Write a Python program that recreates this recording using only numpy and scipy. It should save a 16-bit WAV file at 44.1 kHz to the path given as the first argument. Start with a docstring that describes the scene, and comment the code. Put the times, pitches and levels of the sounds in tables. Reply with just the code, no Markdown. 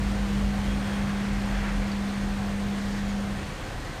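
"""Car workshop

Fans and machinery fill the room with a steady rush, a low rumble, faint tones and a thin high whine.
A motor hums at 200 Hz and is switched off near the end. Further away an engine slows down,
with a swell of hiss and a faint squeal of rubbing metal. A wheel nut turned by hand gives one
soft tick, then hands brush over the wheel."""
import sys
import numpy as np
from scipy import signal
from scipy.fft import rfft, irfft
from scipy.io import wavfile
from scipy.ndimage import uniform_filter1d

SR = 44100
rng = np.random.default_rng(int(sys.argv[2]) if len(sys.argv) > 2 else 0)


def dump_mix(stems):
    """Bounce the given channels to the path in sys.argv[1] as a 16-bit WAV at rate SR."""
    frames = np.atleast_2d(stems).T  # one column per channel
    limited = np.clip(frames, -1, 1)  # hard clip at full scale
    pcm = np.round(limited * 32767).astype(np.int16)
    wavfile.write(sys.argv[1], SR, pcm)


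N = 176400
T = np.arange(N) / SR


def amp(db):
    """Decibels to gain."""
    return 10 ** (np.asarray(db) / 20)


def unit(x):
    """Scales to rms 1."""
    return x / np.sqrt(np.mean(abs(x) ** 2) + 1e-30)


def curve(rows):
    """An automation lane: straight lines through (time [s], value) points."""
    times, values = np.transpose(rows)
    return np.interp(T, times, values)


def bell(centre, half):
    """A smooth fade in and out, 8.7 dB down at half seconds either side of the centre."""
    return np.exp(-((T - centre) / half) ** 2)


def coloured(points):
    """Noise shaped by an EQ curve of (frequency [Hz], level [dB]) points, rms 1."""
    hz = np.fft.rfftfreq(N, 1 / SR)
    point_hz, point_db = np.transpose(points)
    eq = amp(np.interp(np.log(hz + 1), np.log(point_hz + 1), point_db))
    return unit(irfft(rfft(rng.standard_normal(N)) * eq, N))


def drift(rate):
    """Slow random motion up to about the given rate in Hz, rms 1."""
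    hz = np.fft.rfftfreq(N, 1 / SR)
    return unit(irfft(rfft(rng.standard_normal(N)) * (hz > 0) / (1 + (hz / rate) ** 2), N))


def whistle(hz, width):
    """A noisy resonance round a pitch, rms 1."""
    carrier = np.exp(2j * np.pi * np.cumsum(hz * np.ones(N)) / SR)
    return unit((carrier * (drift(width) + 1j * drift(width))).real)


def turbulent(x, patchy_db, flicker_db):
    """Roughens a noise: small patches of the spectrum come and go, and the whole flickers; rms 1."""
    spectrum = signal.stft(x, nperseg=512, noverlap=384)[2]
    patches = uniform_filter1d(rng.standard_normal(spectrum.shape), size=9, axis=0)  # across frequency
    patches = unit(uniform_filter1d(patches, size=22, axis=1))  # across time
    mottled = signal.istft(spectrum * amp(patchy_db * patches), nperseg=512, noverlap=384)[1][:N]
    return unit(mottled * amp(flicker_db * drift(13)))


def add(mix, s, sound):
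    """Mixes a sound in at a time in seconds."""
    part = mix[round(s * SR):][:len(sound)]
    part += sound[:len(part)]


def fans():
    """The bed: rushing air with wavering tones and whines, over the room's rumble; all sink slowly."""
    # EQ of the machinery rush (frequency [Hz], relative level [dB])
    rush_eq = [(150, -31), (250, -5), (313, 1.7), (378, -4.5), (450, -2.5), (657, -4.5), (729, -2.5),
               (928, -7), (1010, -5), (1270, -7.5), (1820, -8), (3050, -14), (8160, -24.5), (8750, -27),
               (10900, -35), (13200, -33), (15500, -43)]
    # fan tones and whines (pitch [Hz], width [Hz], level before the fade [dB])
    fan_tones = [(519, 33, -53), (753, 1.6, -55), (844, 3, -59.5), (1105, 7.3, -65), (1544, 15, -57.5),
                 (1811, 220, -56.5), (3297, 190, -59), (4010, 79, -65.5), (4340, 130, -61),
                 (6570, 530, -64), (8840, 81, -63.5), (9040, 43, -75), (10230, 300, -71.5),
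                 (12880, 200, -77)]
    # EQ of the room's rumble (frequency [Hz], relative level [dB])
    rumble_eq = [(8, -21), (25, -5), (38, 2), (70, -2), (88, 0), (103, -2), (140, -2.5), (178, -7.5),
                 (270, -12), (400, -26), (800, -64)]
    waver_db, air_db_per_s, rumble_db_per_s = 1.1, -0.5, -0.86
    rush = amp(-38.5) * turbulent(coloured(rush_eq), patchy_db=0.5, flicker_db=0.37)
    whines = sum(amp(db + waver_db * drift(2.7)) * whistle(hz, width) for hz, width, db in fan_tones)
    rumble = amp(-35.5) * coloured(rumble_eq)
    since = T - 2.6  # both fades pass through unity gain at 2.6 s
    return (rush + whines) * amp(air_db_per_s * since) + rumble * amp(rumble_db_per_s * since)


def motor():
    """A clean mains-locked hum that dies away in the room once the motor is switched off."""
    # envelope of the running hum (time [s], level [dB])
    envelope = [(0, -30.5), (.28, -28), (.6, -29), (.8, -30.7), (1, -29), (1.4, -30.5), (1.65, -31.5),
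                (1.85, -29.7), (2.8, -30.5), (3.3, -31.5)]
    hum_hz, off_s, t60_s = 200.4, 3.307, 0.87
    phase = 2 * np.pi * hum_hz * T + 0.034 * drift(2.5)
    running_db = curve(envelope) + 0.38 * drift(2.5)
    decay_db = 60 * np.maximum(T - off_s, 0) / t60_s
    return np.sqrt(2) * amp(running_db - decay_db) * np.sin(phase)


def engine():
    """A distant engine slows down; only its lowest orders carry into the room."""
    # falling engine speed (time [s], firing rate [Hz])
    speed = [(0, 50.93), (.65, 49.8), (1.3, 45.2), (1.8, 42.6), (2.3, 37.93), (2.8, 35.02), (4, 34.77)]
    # level of the drone, which swells and dips as it glides (time [s], level [dB])
    envelope = [(0, -28), (.17, -23.5), (.3, -28.5), (.45, -22), (.58, -29), (.68, -24), (.82, -33.5),
                (1.05, -41), (1.25, -34), (1.37, -24.5), (1.48, -41), (1.55, -23.5), (1.66, -29),
                (1.79, -21.5), (1.95, -36), (2.13, -44), (2.31, -30), (2.5, -42), (3.25, -36), (4, -42.5)]
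    # engine orders (multiple of the firing rate, relative level [dB])
    orders = [(1, -4.5), (1.5, -19.5), (2, -25), (3, -26.5)]
    firings = np.cumsum(curve(speed) * (1 + 0.0084 * drift(4.3))) / SR
    drone = sum(amp(db + 1.9 * drift(4.4)) * np.sin(2 * np.pi * (order * firings + rng.random()))
                for order, db in orders)
    return np.sqrt(2) * amp(curve(envelope)) * drone


def hiss():
    """A soft upper-mid hiss that builds, crests and drops away."""
    # envelope of the swell (time [s], level [dB])
    envelope = [(0, -72), (.65, -51.5), (.95, -43), (1.25, -43), (1.53, -42), (1.65, -37.5), (1.8, -45.5),
                (2.1, -52), (4, -68)]
    # EQ of the hiss (frequency [Hz], relative level [dB])
    hiss_eq = [(400, -14), (750, -3.5), (1100, -3), (1600, 0), (2400, -3), (3300, -17), (6000, -21),
               (12000, -54)]
    return amp(curve(envelope)) * turbulent(coloured(hiss_eq), patchy_db=1.0, flicker_db=1.0)


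def squeal():
    """Rubbing metal sings faintly in rough rings, each with a weaker octave above."""
    # rings (centre [s], pitch [Hz], half length [s], level [dB], relative octave level [dB])
    rings = [(.645, 3065, .07, -54, -7), (.72, 3260, .045, -49, -15), (0.949, 3270, .24, -56, -22),
             (3.092, 6750, 0.035, -55.5, -40)]
    out = np.zeros(N)
    for s, hz, half, db, octave_db in rings:
        ring = whistle(hz, width=70) + amp(octave_db) * whistle(2 * hz, width=70)
        out += amp(db) * bell(s, half) * ring
    return out


def brief_tones():
    """Faint, slightly wavering tones rise out of the rush for a moment."""
    # tone swells (centre [s], pitch [Hz], half length [s], level [dB])
    swells = [(0.75, 267.6, 0.084, -45), (1.093, 147.8, 0.11, -38), (1.495, 266, 0.12, -45.5),
              (1.655, 960, 0.053, -48)]
    out = np.zeros(N)
    for s, hz, half, db in swells:
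        phase = 2 * np.pi * hz * T + 0.57 * drift(6)
        out += amp(db) * bell(s, half) * np.sqrt(2) * np.sin(phase)
    return out


def wheel_nut():
    """A nut turned by hand ticks: a soft crack for the attack, a short ring of steel for the tail."""
    # the tick (time [s], ring pitch [Hz], ring peak [dB], time to fall 60 dB [s])
    ticks = [(1.917, 4580, -37, 0.05)]
    # EQ of the crack (frequency [Hz], relative level [dB])
    crack_eq = [(500, -12), (2200, 2), (4500, -3), (7000, -16), (14000, -35)]
    crack_vs_ring_db, crack_decay_s = -1, 0.004
    out, t = np.zeros(N), T[:SR // 4]
    for s, hz, db, t60 in ticks:
        crack = amp(crack_vs_ring_db) * coloured(crack_eq)[:len(t)] * np.exp(-t / crack_decay_s)
        ring = amp(-60 * t / t60) * np.sin(2 * np.pi * hz * t)
        add(out, s, amp(db) * (crack + ring))
    return out


def hands():
    """Soft strokes of skin on the wheel and its nuts, which make the rim ring a little."""
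    # hand strokes (centre [s], half length [s], level [dB])
    strokes = [(2.193, .12, -54), (2.812, 0.09, -48), (2.959, 0.07, -46.5), (3.095, 0.07, -51),
               (3.447, .15, -51), (3.87, 0.089, -52.5)]
    # EQ of skin rubbing on the wheel (frequency [Hz], relative level [dB])
    friction_eq = [(600, -10), (1300, -3), (1850, 3), (2600, -10), (4500, -6), (7000, -11), (9000, -18),
                   (14000, -34)]
    envelope = sum(amp(db) * bell(s, half) for s, half, db in strokes)
    friction = turbulent(coloured(friction_eq), patchy_db=0.5, flicker_db=1.5)
    rim = amp(-4) * whistle(hz=1913, width=110)
    return envelope * (friction + rim)


def scene():
    """All layers in one mono mix."""
    return (fans() + motor() + engine() + hiss() + squeal() + brief_tones() + wheel_nut() + hands())[None]


def record(dry):
    """A steep high cut at 15.6 kHz."""
    high_cut = signal.firwin(511, 15600, window=("kaiser", 9), fs=SR)
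    return signal.oaconvolve(dry, high_cut[None], "same")


dry = scene()
out = record(dry)
dump_mix(out)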